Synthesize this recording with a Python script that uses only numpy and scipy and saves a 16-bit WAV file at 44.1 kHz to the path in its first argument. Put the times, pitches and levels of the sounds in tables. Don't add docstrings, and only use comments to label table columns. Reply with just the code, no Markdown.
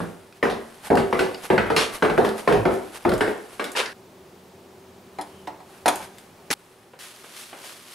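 import sys
import numpy as np
from scipy.fft import rfft, irfft, next_fast_len
from scipy.io import wavfile
from scipy.ndimage import map_coordinates

SR = 44100
rng = np.random.default_rng(int(sys.argv[2]) if len(sys.argv) > 2 else 0)


def wav_out(sig):
    wavfile.write(sys.argv[1], SR, np.round(np.clip(np.atleast_2d(sig).T, -1, 1) * 32767).astype(np.int16))


N = 350154
TIME = np.arange(N) / SR
AGE = np.arange(24576) / SR

JUMPS = [3.931, 6.54]
# start_s, thump_db, clack_db, tread_hz, sole_hz, settle_after_s,
# settle_thump_db, settle_clack_db, settle_grit_db, swish_lead_s, swish_db
TOES = [(0.427, -18.5, -16.5, 403, 1380, .071, -31.5, -36, -31.5, 0.057, -57),
        (0.902, -13, -22.5, 395.7, 1220, 0.069, -19, -19.5, -31, 0.037, -37),
        (1.501, -15.5, -17, 370.8, 1180, 0.077, -19.5, -14.5, -37, 0.049, -38),
        (2.023, -16, -14, 429, 1400, 0.075, -24.5, -22.5, -40, 0.072, -35),
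        (2.475, -14, -14, 405.5, 1260, .048, -14.5, -23, -32.5, .079, -38.5),
        (3.05, -16.5, -20, 351, 1180, 0.067, -22.5, -25, -36, 0.092, -41),
        (3.595, -25.5, -23, 450, 1600, .047, -39, -42, -34.5, 0.056, -52.5)]
HEELS = [(0.002, -27, -30, 175.5, 1420, 0.044, -45, -44, -60),
         (1.126, -20, -18, 372.5, 1260, 0.065, -19, -18.5, -27),
         (1.701, -18.5, -19, 385.3, 1300, 0.062, -19.5, -16.5, -17),
         (2.177, -12.5, -18, 391.7, 1230, 0.07, -20, -22, -33),
         (2.652, -14, -21, 381.9, 1250, .054, -23, -32, -56),
         (3.207, -18.5, -17.5, 428.4, 1570, .069, -23.5, -29, -45),
         (3.751, -34, -28.5, 437, 1400, 0.05, -34.5, -24, -45)]


def amp(db):
    return 10 ** (np.asarray(db) / 20)


def along(points, hz):
    f, v = np.transpose(points)
    return np.interp(np.log(hz + 1), np.log(f + 1), v)


def wobble(rate):
    return map_coordinates(rng.standard_normal(int(N * rate / SR) + 4), [TIME * rate], order=2)


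def filtered(x, gain):
    m = next_fast_len(N + 8192)
    return irfft(rfft(x, m) * gain(np.fft.rfftfreq(m, 1 / SR)), m)[..., :N]


def noise(spectrum):
    x = filtered(rng.standard_normal((2, N)), lambda hz: amp(along(spectrum, hz)))
    return x / x[0].std()


def causal(spectrum):
    n = len(AGE)
    cepstrum = irfft(np.log(amp(along(spectrum, np.fft.rfftfreq(n, 1 / SR))) + 1e-6))
    cepstrum[1:n // 2] *= 2
    cepstrum[n // 2 + 1:] = 0
    return np.exp(rfft(cepstrum))


def resonant(hz, boost_db, q):
    ratio = np.fft.rfftfreq(len(AGE), 1 / SR) / hz
    return 1 + amp(boost_db) * 1j * ratio / (1j * ratio + q * (1 - ratio * ratio))


def ripple(depth, life_s):
    ringing = rng.standard_normal(len(AGE)) * np.exp(-AGE / life_s)
    return 1 + depth * rfft(ringing / np.linalg.norm(ringing))


def levelled(pair):
    return pair / np.sqrt(np.mean(pair[0, :int(.04 * SR)] ** 2))


def blow(colour, t60, hold, crack_db, crack_t60):
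    field = rng.standard_normal((2, len(AGE))) * amp(-60 * (np.hypot(AGE, hold) - hold) / t60)
    field[0] += rng.standard_normal(len(AGE)) * amp(crack_db - 60 * AGE / crack_t60)
    return levelled(irfft(rfft(field) * colour))


def ring(modes, tuning, attack_s, detune, scatter_db):
    hz, db, t60 = np.transpose(modes)[:, :, None]
    drift, strength, offset = rng.standard_normal((3, len(modes), 1))
    phase = (2 * np.pi * hz * tuning * (1 + detune * drift) * AGE).astype(np.float32)
    side_shift = (np.pi * offset).astype(np.float32)
    decay = amp(db + scatter_db * strength) * np.exp(-np.log(1000) * AGE / t60)
    pair = np.array([(decay * np.sin(phase + shift)).sum(0) for shift in (0, side_shift)])
    return levelled(pair * (1 - np.exp(-AGE / attack_s)))


def swish(s, half_s, db):
    return amp(db) * np.exp(-.5 * ((TIME - s) / half_s) ** 2)


def add(track, s, sound):
    start = max(0, round(s * SR))
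    end = min([round(j * SR) for j in JUMPS if j > s] + [N, start + sound.shape[1]])
    track[:, start:end] += sound[:, :end - start]


def contacts():
    roll_fade = [(2.1, 0), (3.6, -15)]
    grit_re_clack_db, grit_db_per_octave = -16, 14
    for rows, settle_bass_db in ((TOES, 6), (HEELS, -1.5)):
        for s, thump, clack, tread_hz, sole_hz, wait_s, late_thump, late_clack, late_grit, *_ in rows:
            grit = clack + grit_re_clack_db + grit_db_per_octave * np.log2(sole_hz / 1350)
            yield s, thump, clack, grit, 0, tread_hz, sole_hz
            loaded_sole_hz = 1350 * 1.136
            yield s + wait_s, late_thump, late_clack, late_grit, settle_bass_db, tread_hz, loaded_sole_hz
    for s, thump, clack, tread_hz, sole_hz, *_ in TOES:
        fade_db = np.interp(s, *np.transpose(roll_fade))
        roll_thump, roll_clack = thump - 3.5 + fade_db, clack - 8 + fade_db
        yield s + .025, roll_thump, roll_clack, roll_clack + grit_re_clack_db, -4, tread_hz, sole_hz


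def footsteps():
    tread_modes = [(384.7, 1.5, 0.45), (161.4, -12, 0.17), (214.5, -16, 0.69), (394.4, -2, 0.16),
                   (444, -3, 0.33), (492, -12.5, 0.48), (531.4, -8, 0.26), (688, -7.5, 0.45),
                   (802, -18, 0.29), (920, -19, 0.22)]
    hollowness = [(0, 5), (.42, 0), (.9, 2), (1.7, 1.5), (2.2, -0.5), (2.7, -1.5), (3.12, 5.5), (3.21, -4),
                  (3.6, -18)]
    # frequency_hz, density_db
    boom_spectrum = [(20, -32), (40, -7), (53, -1.5), (68, -6), (85, -3.5), (110, 3), (140, -26),
                     (300, -57)]
    thud_spectrum = [(70, -28.5), (125, -8), (160, 2.5), (230, 2.5), (290, -10.5), (400, -9), (900, -66)]
    knock_spectrum = [(100, -37), (220, -6), (340, -2.5), (480, -0.5), (580, -5), (720, -5.5), (950, -10),
                      (2000, -70)]
    sole_spectrum = [(300, -30), (750, -1), (1000, 2.5), (1350, 2.5), (1800, -1), (2600, -9.5), (4000, -22),
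                     (8000, -42.5)]
    grit_spectrum = [(1000, -29), (2800, 9.5), (4000, 8), (5500, 2), (7000, -2.5), (10000, 0),
                     (12500, -8.5), (15500, -33)]
    out = np.zeros((2, N))
    boom, thud, knock, grit = map(causal, (boom_spectrum, thud_spectrum, knock_spectrum, grit_spectrum))
    landing = 1 - np.exp(-AGE / .0013)
    for s, thump_db, clack_db, grit_db, bass_db, tread_hz, sole_hz in contacts():
        hollow_db = np.interp(s, *np.transpose(hollowness))
        deep_db = thump_db + hollow_db + bass_db
        sole = causal(np.array(sole_spectrum) * [sole_hz / 1350, 1])
        clack = sole * ripple(depth=.75, life_s=.0053) * resonant(sole_hz, boost_db=-9.5, q=9)
        step = amp(deep_db - 25) * blow(boom, t60=.38, hold=.023, crack_db=7.5, crack_t60=.014)
        step += amp(deep_db - 16.5) * blow(thud, t60=.24, hold=.075, crack_db=3, crack_t60=.17)
        step += amp(thump_db - 4.5) * blow(knock, t60=.51, hold=.014, crack_db=7, crack_t60=.045)
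        tuning = tread_hz / tread_modes[0][0]
        tread = ring(tread_modes, tuning, attack_s=.0062, detune=.01206, scatter_db=6.5)
        step += amp(thump_db + .36 * hollow_db - 6) * tread
        step += amp(clack_db - 5.5) * blow(clack, t60=.48, hold=.0023, crack_db=14.5, crack_t60=.024)
        crunch = grit * ripple(depth=.44, life_s=.0014)
        step += amp(grit_db - 6) * blow(crunch, t60=.34, hold=.0018, crack_db=9.5, crack_t60=.012)
        add(out, s, step * landing)
    return out


def clothes():
    stride = [(0, -48), (0.4, -66), (0.6, -53), (1.2, -48.5), (2.5, -47.5), (3.6, -51), (3.93, -51)]
    reaches = [(5.3, 0.12, -57.5), (5.76, 0.067, -52.5), (6.035, 0.02, -41), (6.203, 0.063, -56),
               (6.65, 0.22, -58.5)]
    turns = [(7.035, -46.5), (7.4, -45), (7.681, -45.5), (7.96, -48.5)]
    # frequency_hz, density_db
    limb_spectrum = [(400, -2), (800, 4), (1500, 1), (3000, -3), (5000, -7.5), (7000, -9.5), (10000, -5),
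                     (12000, -9), (15500, -28.5)]
    jacket_spectrum = [(350, -31), (600, -2.5), (706, -3.5), (855, -6), (1030, -1), (1230, -1),
                       (1510, -0.5), (3240, 0), (7140, -5.5), (10200, -3), (12100, -7), (15500, -21)]
    rubbing = amp(np.interp(TIME, *np.transpose(stride), right=-120))
    knee_bends = sum(swish(s + .088, half_s=.021, db=.5) for s, *_ in HEELS[1:])
    leg_swings = sum(swish(s - lead_s, half_s=.015, db=db) for s, *_, lead_s, db in TOES)
    limbs = rubbing * (1 + knee_bends) + leg_swings + sum(swish(*reach) for reach in reaches)
    turning = (TIME > 6.99) * (amp(-50) + sum(swish(s, half_s=.044, db=db) for s, db in turns))
    catching = amp(.52 * wobble(60) + 1.86 * wobble(800))
    return catching * (limbs * noise(limb_spectrum) + turning * noise(jacket_spectrum))


def machine():
    partials = [(86.1, -68.5), (188.4, -64), (382.2, -61), (2885, -87)]
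    air_spectrum = [(15, -52.5), (25, -17), (49, -46.5), (71, -15.5), (178, -10), (260, -8.5), (289, -16),
                    (378, -3), (421, -11), (871, -15.5), (1660, -25), (1800, -24), (1950, -25.5),
                    (2490, -26.5), (15500, -37.5)]
    # stairwell_db, outlet_db, basement_db
    hum_db = [-55.5, -45, -68]
    air_db = [-52, -49.5, -54]
    place = np.searchsorted(JUMPS, TIME)
    swell, waver = amp(3.3 * wobble(4.8)), wobble(4.7)
    tones = sum(amp(db + 49) * np.sin(2 * np.pi * hz * TIME + .5 * waver) for hz, db in partials)
    mid_side = np.array([[1], [.5]])
    return amp(air_db)[place] * noise(air_spectrum) + amp(hum_db)[place] * swell * tones * mid_side


def clicks():
    events = [(0.325, -37, -60), (0.9537, -21, -39), (1.345, -23.5, -54), (2.2906, -24, -40.5),
              (3.0925, -18.5, -38), (3.1377, -25, -37), (3.179, -32, -38.5), (3.6416, -21, -37),
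              (3.7179, -37, -36.5), (3.8588, -18, -55), (5.472, -30.5, -62), (5.9569, -29, -31.5),
              (6.1835, -35, -45.5)]
    # frequency_hz, density_db
    tick_spectrum = [(700, -21), (1800, 9), (3300, 5.5), (5000, 8), (7000, -11), (12000, -36)]
    sparkle_spectrum = [(3000, -30.5), (7000, 1), (10000, 2), (13000, -3.5), (15500, -17)]
    out, tick, sparkle = np.zeros((2, N)), causal(tick_spectrum), causal(sparkle_spectrum)
    for s, tick_db, sparkle_db in events:
        colour = tick * ripple(depth=.87, life_s=.0015)
        add(out, s, amp(tick_db - 19) * blow(colour, t60=.28, hold=.002, crack_db=16, crack_t60=.022))
        add(out, s, amp(sparkle_db - 9) * blow(sparkle, t60=.17, hold=.002, crack_db=11, crack_t60=.016))
    return out


def scrapes():
    slides = [(1.768, 0.062, -26), (3.754, 0.044, -24.5)]
    grit_spectrum = [(180, -40), (300, -12), (453, 2), (620, -4), (1030, -0.5), (1620, -5.5), (2250, -3),
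                     (2880, -1), (6050, -13), (10600, -16.5), (13600, -32), (15500, -58.5)]
    out, colour = np.zeros((2, N)), causal(grit_spectrum)
    slide_t60, echo_t60 = .2, .32
    for s, length_s, db in slides:
        since_stop = np.maximum(AGE - length_s, 0)
        sliding = np.clip(AGE / .0093, 0, 1) * amp(-60 * since_stop / slide_t60)
        echoing = np.clip(AGE / length_s, 0, 1) * amp(-60 * since_stop / echo_t60)
        grains = rng.standard_normal((2, len(AGE))) * rng.exponential(size=len(AGE)) ** 1.4
        echoes = rng.standard_normal((2, len(AGE))) * echoing
        add(out, s, amp(db) * levelled(irfft(rfft(grains * sliding + 1.14 * echoes) * colour)))
    return out


def plug():
    pushes = [(5.186, -17, -8, -37), (5.212, -19.5, -24, -23), (5.474, -23.5, -5, -28),
              (5.602, -38.5, -3, -26), (5.858, -12.5, -1, -17), (5.88, -9, -5.5, -13)]
    box_modes = [(300, -9, 0.3), (373, -15.5, 0.39), (685, -10.5, 0.26), (750.6, 3, 0.12),
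                 (871, -3.5, 0.19), (957, -2, 0.11), (1295, -11, 0.14), (1900, -15, 0.14),
                 (2082, -16, 0.11), (3930, -29, .12), (4210, -17, 0.09), (5430, -33, .1)]
    # frequency_hz, density_db
    board_spectrum = [(20, -62), (60, -48), (120, -9.5), (300, -3.5), (520, -1.5), (700, 3), (920, 3.5),
                      (1200, -8), (2000, -13.5), (3200, -22), (5700, -31), (9000, -47)]
    prong_spectrum = [(880, -16), (1500, -0.5), (2370, -0.5), (3250, -8.5), (3760, -4.5), (5340, -5.5),
                      (6190, -9.5), (6620, -11.5), (10300, -7), (12900, -18), (15500, -54)]
    slide_spectrum = [(2200, -40), (3000, 0), (3700, -25), (6000, -40)]
    out, board, prongs = np.zeros((2, N)), causal(board_spectrum), causal(prong_spectrum)
    for s, db, box_db, prong_db in pushes:
        push = amp(box_db - 6.5) * ring(box_modes, tuning=1, attack_s=.001, detune=.006, scatter_db=1.5)
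        push += amp(box_db - 10) * blow(board, t60=.46, hold=.002, crack_db=11, crack_t60=.042)
        grating = prongs * ripple(depth=1, life_s=.0018)
        push += amp(prong_db - .5) * blow(grating, t60=.54, hold=.002, crack_db=18.5, crack_t60=.074)
        add(out, s, amp(db) * push)
    return out + swish(5.37, half_s=.05, db=-60) * noise(slide_spectrum)


def rattle():
    bumps = [(6.503, -28.5, -52), (6.5114, -30, -27.5), (6.528, -57, -29), (6.535, -55, -56)]
    # frequency_hz, density_db
    shell_spectrum = [(30, -50), (110, -13), (230, 1), (430, 0.5), (850, -17), (1400, -7), (2000, 0.5),
                      (3100, -16), (6000, -10.5), (9000, -18), (13000, -35)]
    snap_spectrum = [(240, -25), (400, -9), (673, -23), (847, 1.5), (987, -5), (1610, -4.5), (5070, -6.5),
                     (7100, -11), (10700, -8), (15500, -27)]
    out, shell, snap = np.zeros((2, N)), causal(shell_spectrum), causal(snap_spectrum)
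    pressing = 1 - np.exp(-AGE / .0012)
    for s, shell_db, snap_db in bumps:
        bump = pressing * blow(shell, t60=.043, hold=.004, crack_db=3, crack_t60=.032)
        add(out, s, amp(shell_db) * bump)
        add(out, s, amp(snap_db) * blow(snap, t60=.067, hold=.001, crack_db=-2, crack_t60=.012))
    return out


def taps():
    events = [(6.935, -49), (7.242, -48.5), (7.5293, -41.5), (7.64, -49.5)]
    tap_spectrum = [(120, -20), (300, 0.5), (540, -1), (800, 0), (1600, -5), (3000, -12), (8000, -46)]
    out = np.zeros((2, N))
    colour = causal(tap_spectrum) * resonant(hz=523, boost_db=-1.5, q=4)
    for s, db in events:
        add(out, s, amp(db) * blow(colour, t60=.85, hold=.005, crack_db=12, crack_t60=.04))
    return out


def placed(pair, width, lean):
    level_cue = [(40, 4), (130, 2), (300, .7), (600, 0), (8000, -.3)]
    phase_cue = [(40, .1), (110, 0.43), (260, 0.54), (600, 0.66), (2330, 0.15), (7000, 0)]
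    mid, side = pair[0], filtered(pair[1], lambda hz: amp(along(width, hz)))
    share = lean * np.array([[-.5], [.5]])
    return filtered(np.array([mid + side, mid - side]),
                    lambda hz: amp(share * along(level_cue, hz)) * np.exp(-1j * share * along(phase_cue, hz)))


def scene():
    # frequency_hz, side_over_mid_db
    stair_width = [(40, -15), (100, -14), (200, -9.5), (450, -7.5), (1200, -4.5), (4000, -7.5),
                   (10000, -17)]
    room_width = [(60, -24), (110, -22), (200, -20), (380, -16.5), (700, -8.5), (1290, -6), (2380, -7),
                  (4400, -7), (8120, -10), (15000, -27)]
    stairwell = placed(footsteps(), stair_width, lean=1)
    room = clothes() + machine() + clicks() + scrapes() + plug() + rattle() + taps()
    return stairwell + placed(room, room_width, lean=0)


def record(dry):
    ceiling, top_hz = .7, 15700
    rounded = dry / (1 + np.abs(dry / ceiling) ** 4) ** (1 / 4)
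    return filtered(rounded, lambda hz: hz < top_hz)


dry = scene()
out = record(dry)
wav_out(out)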